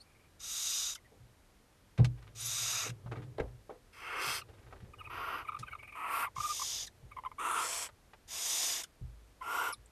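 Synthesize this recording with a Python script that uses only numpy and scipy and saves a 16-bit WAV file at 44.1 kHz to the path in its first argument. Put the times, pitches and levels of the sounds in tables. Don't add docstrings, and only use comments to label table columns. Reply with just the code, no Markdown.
import sys
import numpy as np
from scipy import signal
from scipy.fft import rfft, irfft, next_fast_len
from scipy.io import wavfile
from scipy.ndimage import uniform_filter1d, map_coordinates

SR = 44100
rng = np.random.default_rng(int(sys.argv[2]) if len(sys.argv) > 2 else 0)


def master_out(mix):
    frames = np.transpose(np.atleast_2d(mix))
    ceiling = np.clip(frames, -1, 1)
    pcm = np.round(ceiling * 32767).astype(np.int16)
    wavfile.write(sys.argv[1], SR, pcm)


N = 437031
TIME = np.arange(N) / SR
FREQS = np.maximum(np.fft.rfftfreq(next_fast_len(N, True), 1 / SR), 1)
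TOP_HZ = 13250

SNORE_ATTACK_S, SNORE_RELEASE_S = 0.056, 0.015
SNORE_SWELL_DB, SNORE_SAG_DB = 12, 13
SIZZLE_SWELL_DB, SIZZLE_SAG_DB = 12.5, 12
SWELL_POWER, SAG_POWER = 2.06, 3.5
BURST_SHARE, BURST_S = 0.45, 0.01
CATCH_AFTER_S, CATCH_S, CATCH_DB = 0.006, 0.0063, -0.5

RASP_ATTACK_S, RASP_RELEASE_S = 0.0093, 0.023
BEAK_OPENS_S, BEAK_SHUTS_S = 0.02, 0.051
MOUTH_FOLLOWS, TREBLE_FOLLOWS = 0.81, 0.31
BEAK_SWEEP_S, THROAT_RISE_SHARE = 0.07, 0.7

CHIP_GLIDE, CALM_S = -0.324, 6.31
CHIP_OCTAVE_DB, OCTAVE_FOLLOWS = -43.5, 0.22
TWITTER_PERIOD_S, TWITTER_SCATTER = 0.047, 0.0184
PEEP_S, PEEP_OCTAVE_DB = 0.03, 14.5
PEEP_GLIDE_SCATTER = 0.084
TICK_AFTER_S, TICK_S, TICK_DB, TICK_OCTAVE_DB = 0.042, 0.0078, -4.5, 7.5

SCRATCH_GAP_S, SCRATCH_SCATTER_S, SCRATCH_SCATTER_DB = 0.045, 0.0044, 1
SCRATCH_T60_S, SCRATCH_HZ = 0.13, 2230
SHUFFLE_FADE_S = 0.17
FLOOR_DB = -64
RING_HZ, RING_DB = 9647, -12


def snores(flutter_db=0.5, flutter_hz=90, throat_db=1.5, hiss_db=-1.43, sizzle_db=-1.03):
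    # (start [s], length [s], hiss [dB],
    # crest [share of length], throat [dB], throat growth over the call [dB], sizzle [dB],
    # sizzle crest [share of length])
    calls = [(0.393, 0.5586, -34.5, 0.67, -55.5, 2.5, -43, 0.48),
             (2.347, 0.55, -35, 0.59, -49, 15.5, -43, 0.44),
             (6.351, 0.5165, -38, 0.78, -57, -3, -45.5, 0.32), (8.275, 0.56, -35, 0.62, -49, 5, -38, .52)]
    # (frequency [Hz], width [Hz], relative level [dB])
    first_rows = [(710, 930, -25), (1300, 560, -15), (1940, 66, -17), (2660, 1460, -14.5), (3737, 460, -5),
                  (4330, 80, -11.5), (5000, 530, -7), (5856, 340, -1.5), (6390, 190, 3.5), (6970, 640, 5.5),
                  (8150, 720, 3.5), (9340, 670, -2.5), (10740, 410, -4), (11400, 470, -1),
                  (12460, 1600, -2)]
    # (frequency [Hz], width [Hz], relative
    # level [dB])
    second_rows = [(804, 1320, -14.5), (1040, 100, -11.5), (2120, 970, -13), (2840, 900, -11),
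                   (3580, 830, -2.5), (4340, 120, -11), (5000, 590, -1), (6380, 1600, 3.5),
                   (6860, 370, 9.5), (8150, 910, -2), (9380, 710, -3.5), (10600, 410, -6),
                   (12000, 1500, -4)]
    out = np.zeros(N)
    first_pose, second_pose = resonances(first_rows), resonances(second_rows)
    low, middle, high = band(150, 2790), band(2880, 6120), band(7470, 12400)
    shapes = (first_pose, first_pose, second_pose, second_pose)
    for call, shape in zip(calls, shapes):
        start, length, hiss, crest, throat, growth, sizzle, sizzle_crest = call
        progress = np.clip((TIME - start) / length, 0, 1)
        throat_effort = growth * (progress - 0.5) + arch(start, length, crest, swell_db=4, sag_db=7.5)
        hiss_effort = arch(start, length, crest, SNORE_SWELL_DB, SNORE_SAG_DB)
        sizzle_effort = arch(start, length, sizzle_crest, SIZZLE_SWELL_DB, SIZZLE_SAG_DB)

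        jet = noise(shape * low) * undb(throat + throat_db + throat_effort)
        jet += noise(shape * middle) * undb(hiss + hiss_db + hiss_effort)
        jet += noise(shape * high) * undb(sizzle + sizzle_db + sizzle_effort)

        burst = gate(start, length, BURST_S, SNORE_RELEASE_S)
        steady = gate(start, length, SNORE_ATTACK_S, SNORE_RELEASE_S) ** 2
        catch_time = TIME - start - length - CATCH_AFTER_S
        catch = undb(CATCH_DB) * np.exp(-(catch_time / CATCH_S) ** 2)
        out += jet * (catch + BURST_SHARE * burst + (1 - BURST_SHARE) * steady)
    flutter = unit(undb(flutter_db * wander(flutter_hz)))
    return out * flutter


def rasps(rattle_db=1.0, rattle_hz=220, buzz=0.058):
    # (start [s], length [s], throat [dB], crest [share of length],
    # swell [dB], sag [dB], mouth [dB], beak [dB], sizzle [dB], beak opens at [s],
    # treble gained by opening [dB], rise of the resonances [share])
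    calls = [(3.924, 0.4934, -40, 0.59, 28.5, 15, -42, -40, -46.5, 4.203, 19, 0.00024),
             (5.095, 0.35, -40.5, 0.57, 8.5, 11, -48, -61, -63.5, 5.07, 21, 0.039),
             (5.945, 0.33, -34.5, 0.86, 13.5, 25, -43, -53.5, -46.5, 6.1, 16, 0.095),
             (7.387, 0.3, -35.5, 0.35, 7, 11.5, -47, -51.5, -46.5, 7.45, 7, 0.052),
             (7.531, 0.354, -47, 0.2, 18, 4, -47.5, -43, -43, 7.6, 14, .1),
             (9.416, 0.319, -34, 0.59, 16, 12.5, -47, -50, -51, 9.485, 12, .07)]
    # (frequency [Hz], width [Hz], relative level [dB])
    resonance_sets = [
        [(456, 280, -7.5), (1286, 870, 0.5), (2140, 290, -4.5), (2620, 270, -2.5), (3200, 370, -9.5),
         (4600, 1050, -16), (5120, 160, -9), (5980, 650, -17), (8000, 2200, -24.5), (9260, 280, -17),
         (13100, 6200, -20)],
        [(480, 500, -15), (1095, 430, -4), (1370, 300, -4), (1890, 63, -9), (2570, 1250, -16),
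         (4870, 890, -25.5), (6070, 250, -28), (12000, 2600, -23)],
        [(715, 1400, -14.5), (1147, 410, 4.5), (1348, 77, 6.5), (1930, 590, -11), (2470, 610, -10.5),
         (4860, 1400, -30), (9500, 900, -28.5), (11500, 10000, -33), (12600, 1100, -25)],
        [(430, 380, -16), (1047, 240, -1), (1310, 260, 0), (1840, 220, -12.5), (2640, 1500, -17.5),
         (3600, 570, -17), (6400, 1300, -21.5), (7900, 1900, -25), (9460, 1100, -19), (12100, 2500, -29)],
        [(566, 340, -7.5), (1050, 430, -2.5), (1720, 880, -8), (2410, 390, -7), (3340, 710, -4),
         (4300, 660, -3), (5380, 1100, 1), (6500, 2300, -2), (7730, 790, 0.5), (9330, 660, -4.5),
         (10600, 600, -6), (12300, 1900, -11)],
        [(450, 280, -19), (1054, 480, -8), (1407, 104, 2), (2070, 390, -12.5), (2790, 920, -14.5),
         (4810, 320, -29), (5620, 600, -22.5), (7800, 5000, -27.5), (11940, 1400, -19)],
    ]
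    out = np.zeros(N)
    low, middle, high, top = band(100, 1610), band(1870, 3150), band(3250, 9600), band(7260, 13000)
    for call, rows in zip(calls, resonance_sets):
        start, length, throat, crest, swell, sag, mouth, beak, sizzle, opens, opening_db, rise = call
        shape = resonances(rows)
        effort = arch(start, length, crest, swell, sag)

        throat_noise = sweep(noise(shape * low), opens, THROAT_RISE_SHARE * rise)
        analytic = signal.hilbert(throat_noise, next_fast_len(N))[:N]
        saturated = analytic.real / np.sqrt(1 + buzz * np.abs(analytic) ** 2)
        voiced = unit(saturated) * undb(throat + effort)
        air = noise(shape * middle) * undb(mouth + MOUTH_FOLLOWS * effort)

        shut = 0.5 - 0.5 * np.tanh((TIME - opens) / (2 * BEAK_OPENS_S))
        treble = noise(shape * high) * undb(beak) + noise(shape * top) * undb(sizzle)
        treble = sweep(treble, opens, rise) * undb(TREBLE_FOLLOWS * effort - opening_db * shut)

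        out += (voiced + air) * gate(start, length, RASP_ATTACK_S, RASP_RELEASE_S)
        out += treble * gate(start, length, RASP_ATTACK_S, BEAK_SHUTS_S)
    rattle = unit(undb(rattle_db * wander(rattle_hz)))
    return out * rattle


def squeaks(jitter=0.037, spread=0.46, darken=2.66, attack=0.83):
    # (start [s], length [s], start pitch [Hz], end pitch [Hz], level before the fades [dB],
    # brightest frequency at the start [Hz])
    whistles = [(0.0, 0.029, 4230, 4680, -56.5, 3680), (0.946, 0.019, 2146, 1190, -46.5, 7200),
                (2.402, 0.019, 9000, 10200, -46.5, 8500), (2.446, 0.046, 10440, 12100, -44, 9200),
                (2.889, 0.019, 2320, 1260, -49.5, 6440), (4.413, 0.016, 1550, 1070, -49, 2700),
                (6.864, 0.024, 2480, 1480, -50, 6700), (8.833, 0.0151, 2120, 1240, -43.5, 7900),
                (9.724, 0.015, 5400, 5100, -40.5, 9100), (9.737, 0.011, 5060, 2840, -51.5, 7100),
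                (9.859, 0.0045, 9400, 6900, -58, 9000)]
    out, wobble = np.zeros(N), wander(690)
    for start, length, from_hz, to_hz, db, bright_hz in whistles:
        u = np.linspace(0, 1, int(length * SR))
        i = int(start * SR)
        glide = to_hz / from_hz
        hz = from_hz * glide ** u * (1 + jitter * wobble[i:i + len(u)])
        partials = np.arange(1, 8)[:, None] * hz
        centre = bright_hz * glide ** (2 * darken * u ** 2)
        weights = np.exp(-(np.log(partials / centre) / spread) ** 2 / 2) * (partials < TOP_HZ)
        phases = 2 * np.pi * np.cumsum(partials, axis=1) / SR
        tone = np.sum(weights * np.sin(phases), axis=0)
        add(out, start, undb(db) * unit(tone) * np.sin(np.pi * u ** attack))
    return out


def twitter(bow=0.14, snap=1.26, jitter=0.028, third_db=-27, air_db=-9, breathy=0.79, gain_db=-2.03):
    out, puff = np.zeros(N), np.zeros(N)
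    wobble = wander(290)
    for start, length, hz, db, octave_db, glide in twitter_notes():
        u = np.linspace(0, 1, int(1.283 * length * SR))
        shape = np.sin(np.pi * u)
        i = int(start * SR)
        bend = bow * (shape - 0.8) + glide * (u - 0.5) + jitter * wobble[i:i + len(u)]
        phase = 2 * np.pi * np.cumsum(hz * (1 + bend)) / SR
        tone = np.sin(phase) + undb(octave_db) * np.sin(2 * phase) + undb(third_db) * np.sin(3 * phase)
        add(out, start - 0.18 * length, np.sqrt(2) * undb(db) * np.abs(shape) ** snap * tone)
        add(puff, start - 0.51 * length, undb(db + breathy * octave_db) * shape)
    air = noise(resonances([(990, 1130, 2.5), (2900, 350, 1.0), (9200, 870, -9.0), (11900, 1400, -12)]))
    return undb(gain_db) * (out + undb(air_db) * puff * air)


def twitter_notes():
    # (start [s], nominal length [s], pitch [Hz], level [dB])
    chips = [(4.935, .012, 1173, -51.5), (5.006, 0.017, 1228, -46), (5.07, 0.011, 1135, -47),
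             (5.098, .011, 1130, -49), (5.447, .018, 1150, -48), (5.486, 0.014, 1222, -33),
             (5.52, .0045, 1190, -38), (5.528, 0.0081, 1164, -43), (5.545, 0.012, 1179, -37),
             (5.565, .01, 1236, -42.5), (5.628, 0.0145, 1237, -40), (5.68, 0.012, 1495, -45.5),
             (5.729, 0.0091, 1320, -39), (5.751, 0.0064, 1190, -39.5), (6.263, 0.02, 1100, -37.5),
             (6.364, 0.011, 1078, -33), (6.382, 0.005, 1080, -31.5), (6.401, .012, 1178, -32.5),
             (6.431, .045, 1197, -35.5), (6.488, 0.041, 1197, -37), (6.596, 0.0059, 1074, -36),
             (6.617, 0.0092, 1097, -31), (7.115, .012, 1133, -50), (7.167, 0.0109, 1037, -37),
             (7.186, 0.0061, 1012, -33.5), (7.237, 0.0038, 1010, -39), (7.25, 0.0039, 1100, -35.5),
             (7.259, .013, 1034, -32), (7.316, 0.004, 1030, -41), (7.384, 0.013, 1116, -36),
             (9.412, 0.016, 1024, -38), (9.723, 0.019, 1166, -44)]
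    # (start [s], length [s], mean pitch [Hz], level of the peep's octave [dB], mean peep glide [share of pitch])
    peep_runs = [(0.058, .21, 1174, -70, 0), (0.963, .02, 1018, -60, 0), (1.045, .02, 946, -63.5, -0.014),
                 (4.988, .02, 1300, -51, -0.32), (5.045, .02, 1160, -47.5, 0.022),
                 (5.474, .02, 1168, -45.5, -0.13), (5.666, .02, 1160, -50.5, -0.11),
                 (5.712, .02, 1118, -47, -.2), (5.788, .165, 1163, -50.5, 0), (7.111, .02, 1118, -61, 0)]
    notes = []
    for s, length, hz, db in chips:
        octave_db = CHIP_OCTAVE_DB + OCTAVE_FOLLOWS * db - db
        notes.append((s, length, hz, db, octave_db, CHIP_GLIDE * (s < CALM_S)))
    chances = rng.standard_normal((len(peep_runs), 10, 2))
    for (start, length, hz, db, glide), chance in zip(peep_runs, chances):
        end = start + length
        for s, (sharp, bend) in zip(np.arange(start, end, TWITTER_PERIOD_S), chance):
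            pitch = hz * (1 + TWITTER_SCATTER * sharp)
            peep_glide = glide + PEEP_GLIDE_SCATTER * bend
            notes.append((s, PEEP_S, pitch, db - PEEP_OCTAVE_DB, PEEP_OCTAVE_DB, peep_glide))
            tick_at = s + TICK_AFTER_S
            if tick_at < end:
                notes.append((tick_at, TICK_S, pitch, db + TICK_DB, TICK_OCTAVE_DB, CHIP_GLIDE))
    return notes


def blows(boards_db=-19, boards_t60=0.21, spread=1.68):
    # (frequency [Hz], relative level [dB], full t60 [s])
    box_modes = [(53.7, -2, 0.72), (77, -2, 0.29), (101, -12, 0.075), (121.2, 7.5, 0.3), (152.3, 1, 0.21),
                 (214, -13.5, 0.27), (303.8, -5, 0.36), (398.3, -6, 0.31), (440.6, 8, 0.12),
                 (497.7, -1, 0.26), (564, 7.5, 0.05), (796, 3, 0.13), (1067, 11, 0.038), (1305, -3, 0.055)]
    # (start [s], peak level [dB], register [Hz], rise [s], share of full ring time)
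    footfalls = [(1.106, -55, 490, .015, 1.3), (1.196, -52, 85, .008, 1.4),
                 (1.984, -13.5, 126, 0.012, 1.09), (1.988, -30.5, 470, 0.0046, .4),
                 (2.851, -39, 430, 0.0054, 0.81), (2.893, -36.5, 125, 0.0051, 0.54),
                 (3.059, -36, 125, 0.0023, 1.2), (3.116, -35, 495, 0.0042, 0.53),
                 (3.167, -37, 220, 0.0063, 1.4), (3.383, -28.5, 483, 0.0022, 0.79),
                 (3.401, -24.5, 390, 0.00057, 0.5), (3.405, -28.5, 67.6, 0.0025, 0.64),
                 (3.693, -37.5, 534, 0.0024, 0.72), (3.745, -55, 565, 0.0043, 0.93),
                 (4.484, -52, 550, .008, 0.95), (4.273, -44, 131, 0.0039, 0.4),
                 (4.724, -44.5, 516, 0.0025, 0.14), (4.82, -40.5, 98, 0.013, 0.27),
                 (5.587, -39.5, 103, 0.022, .3), (6.374, -41.5, 91, 0.0071, 0.47),
                 (7.025, -45, 75, 0.0084, 0.56), (9.012, -36, 65.6, 0.0058, 1.12),
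                 (9.013, -45.5, 210, .004, 0.37), (9.77, -51.5, 60, 0.013, 0.58)]
    out, t = np.zeros(N), TIME[:SR * 3 // 4]
    for start, db, centre_hz, rise, share in footfalls:
        ring = np.zeros(len(t))
        for hz, mode_db, t60 in box_modes:
            reach = 1 / (1 + ((hz / centre_hz - centre_hz / hz) / spread) ** 2) ** 2
            ring += undb(mode_db) * reach * np.sin(2 * np.pi * hz * t) * decay(t, t60 * share)
        edges = [centre_hz / 2, centre_hz * 1.53]
        rumble = unit(bandpassed(rng.standard_normal(len(t)), edges))
        ring = ring / np.abs(ring).max() + undb(boards_db) * rumble * decay(t, boards_t60)
        ring = ring * (1 - np.exp(-(t / rise) ** 2))
        add(out, start, undb(db) * ring / np.abs(ring).max())
    return out


def claws(grain_db=4, rise=0.0025, low_hz=400):
    # (start [s], level before rise and decay [dB], t60 [s], upper band edge [Hz])
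    scrapes = [(1.976, -41.5, 0.11, 2630), (2.045, -28.5, .039, 4800), (3.06, -46, .074, 1260),
               (3.114, -42, .1, 1780), (3.155, -46.5, 0.16, 1800), (3.218, -52, .093, 2800),
               (3.381, -33.5, 0.023, 2010), (3.397, -29, 0.033, 1890), (3.477, -55, 0.05, 2000),
               (3.697, -50, 0.083, 1440), (4.724, -43, 0.053, 1500), (5.588, -48.5, 0.11, 7500),
               (7.888, -46.5, .039, 2000), (8.133, -44, 0.045, 2030)]
    out, t = np.zeros(N), TIME[:SR // 4]
    for start, db, t60, bright_hz in list(scrapes) + scratches():
        grain_levels = np.repeat(rng.standard_normal(len(t)), 40)[:len(t)]
        grains = rng.standard_normal(len(t)) * undb(grain_db * grain_levels)
        scrape = unit(bandpassed(grains, [low_hz, bright_hz]))
        add(out, start, undb(db) * scrape * decay(t, t60) * (1 - np.exp(-t / rise)))
    return out


def scratches():
    # (start [s], length [s], mean level before rise and decay [dB])
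    spells = [(2.174, .13, -57.5), (4.485, .4, -60.5)]
    events = []
    for start, length, db in spells:
        for s in np.arange(start, start + length, SCRATCH_GAP_S):
            late, hard = rng.standard_normal(2)
            events.append((s + SCRATCH_SCATTER_S * late, db + SCRATCH_SCATTER_DB * hard,
                           SCRATCH_T60_S, SCRATCH_HZ))
    return events


def shuffle():
    # (start [s], length [s], hum of the main mode [dB], deep rumble [dB])
    spells = [(2.056, 1.33, -54.5, -69), (2.94, 0.71, -52.5, -63), (4.2, 1.25, -64.5, -59),
              (5.29, 0.65, -68, -61.5), (6.145, 1.3, -76.5, -64)]
    out = np.zeros(N)
    hum = noise(resonances([(116, 21, 5.5), (426, 240, -23.5)]))
    rumble = noise(resonances([(90, 41, -11), (52, 29, -12), (407, 320, -25.5)]))
    for start, length, hum_db, rumble_db in spells:
        steps = undb(hum_db) * hum + undb(rumble_db) * rumble
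        out += steps * gate(start, length, SHUFFLE_FADE_S, SHUFFLE_FADE_S)
    return out


def background():
    # (frequency [Hz], relative density [dB per Hz])
    spectrum = [(15, -53), (25, -1.5), (103, -4.5), (144, -11.5), (203, -13), (400, -15.5), (507, -16),
                (641, -18.5), (1730, -23), (2370, -25), (2630, -26.5), (13000, -34)]
    hz, db = np.transpose(spectrum)
    gain = undb(np.interp(np.log(FREQS), np.log(hz), db))
    return noise(gain) * undb(FLOOR_DB)


def treble_ring(x):
    nearby = filtered(x, band(8500, 11000))
    strength = np.sqrt(np.abs(uniform_filter1d(nearby ** 2, size=SR // 50)))
    return undb(RING_DB) * strength * np.sqrt(2) * np.sin(2 * np.pi * RING_HZ * TIME)


def box_echo(x, t60, wet_db):
    t = TIME[:SR // 5]
    tail = rng.standard_normal(len(t)) * decay(t, t60) * (t > 0.002)
    tail = unit(tail) / np.sqrt(len(t))
    return x + undb(wet_db) * signal.fftconvolve(x, tail)[:N]


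def sweep(x, opens, share):
    speed = 1 + share * (0.5 * np.tanh((TIME - opens) / BEAK_SWEEP_S) - 0.35)
    return map_coordinates(x, [np.cumsum(speed)], order=3, mode="mirror")


def arch(start, length, crest, swell_db, sag_db):
    u, crest = np.clip((TIME - start) / length, 0, 1), np.clip(crest, 0.05, 0.95)
    swell = np.maximum(1 - u / crest, 0) ** SWELL_POWER
    sag = np.maximum((u - crest) / (1 - crest), 0) ** SAG_POWER
    return -swell_db * swell - sag_db * sag


def gate(start, length, attack, release):
    opening = np.clip((TIME - start) / attack, 0, 1)
    return opening * np.clip((start + length - TIME) / release, 0, 1)


def decay(t, t60):
    return np.exp(-np.log(1000) * t / t60)


def resonances(rows):
    power = 0
    for hz, width, db in rows:
        detuning = (FREQS / hz - hz / FREQS) * hz / width
        power = power + undb(db) ** 2 / (1 + detuning ** 2) ** 2
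    return np.sqrt(power)


def band(lo_hz, hi_hz):
    return 1 / np.sqrt((1 + (lo_hz / FREQS) ** 20) * (1 + (FREQS / hi_hz) ** 20))


def bandpassed(x, edges_hz):
    return signal.sosfilt(signal.butter(2, edges_hz, "bandpass", fs=SR, output="sos"), x)


def filtered(x, gain):
    size = next_fast_len(N, True)
    return irfft(rfft(x, size) * gain, size)[:N]


def noise(gain):
    return unit(filtered(rng.standard_normal(N), gain))


def wander(hz):
    return noise(1 / (1 + (FREQS / hz) ** 4))


def undb(db):
    return 10 ** (np.asarray(db) / 20)


def unit(x):
    return x / np.sqrt(np.mean(x ** 2) + 1e-20)


def add(out, start, x):
    i = max(int(start * SR), 0)
    out[i:i + len(x)] += x[:N - i]


def scene():
    calls = box_echo(snores() + rasps(), t60=0.058, wet_db=-11)
    short_sounds = box_echo(squeaks() + twitter() + claws(), t60=0.049, wet_db=-6)
    mono = calls + short_sounds + blows() + shuffle() + background()
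    mono = mono + treble_ring(mono)
    return np.array([mono, mono])


def record(dry):
    return signal.sosfilt(signal.ellip(10, 0.2, 70, TOP_HZ, fs=SR, output="sos"), dry)


dry = scene()
out = record(dry)
master_out(out)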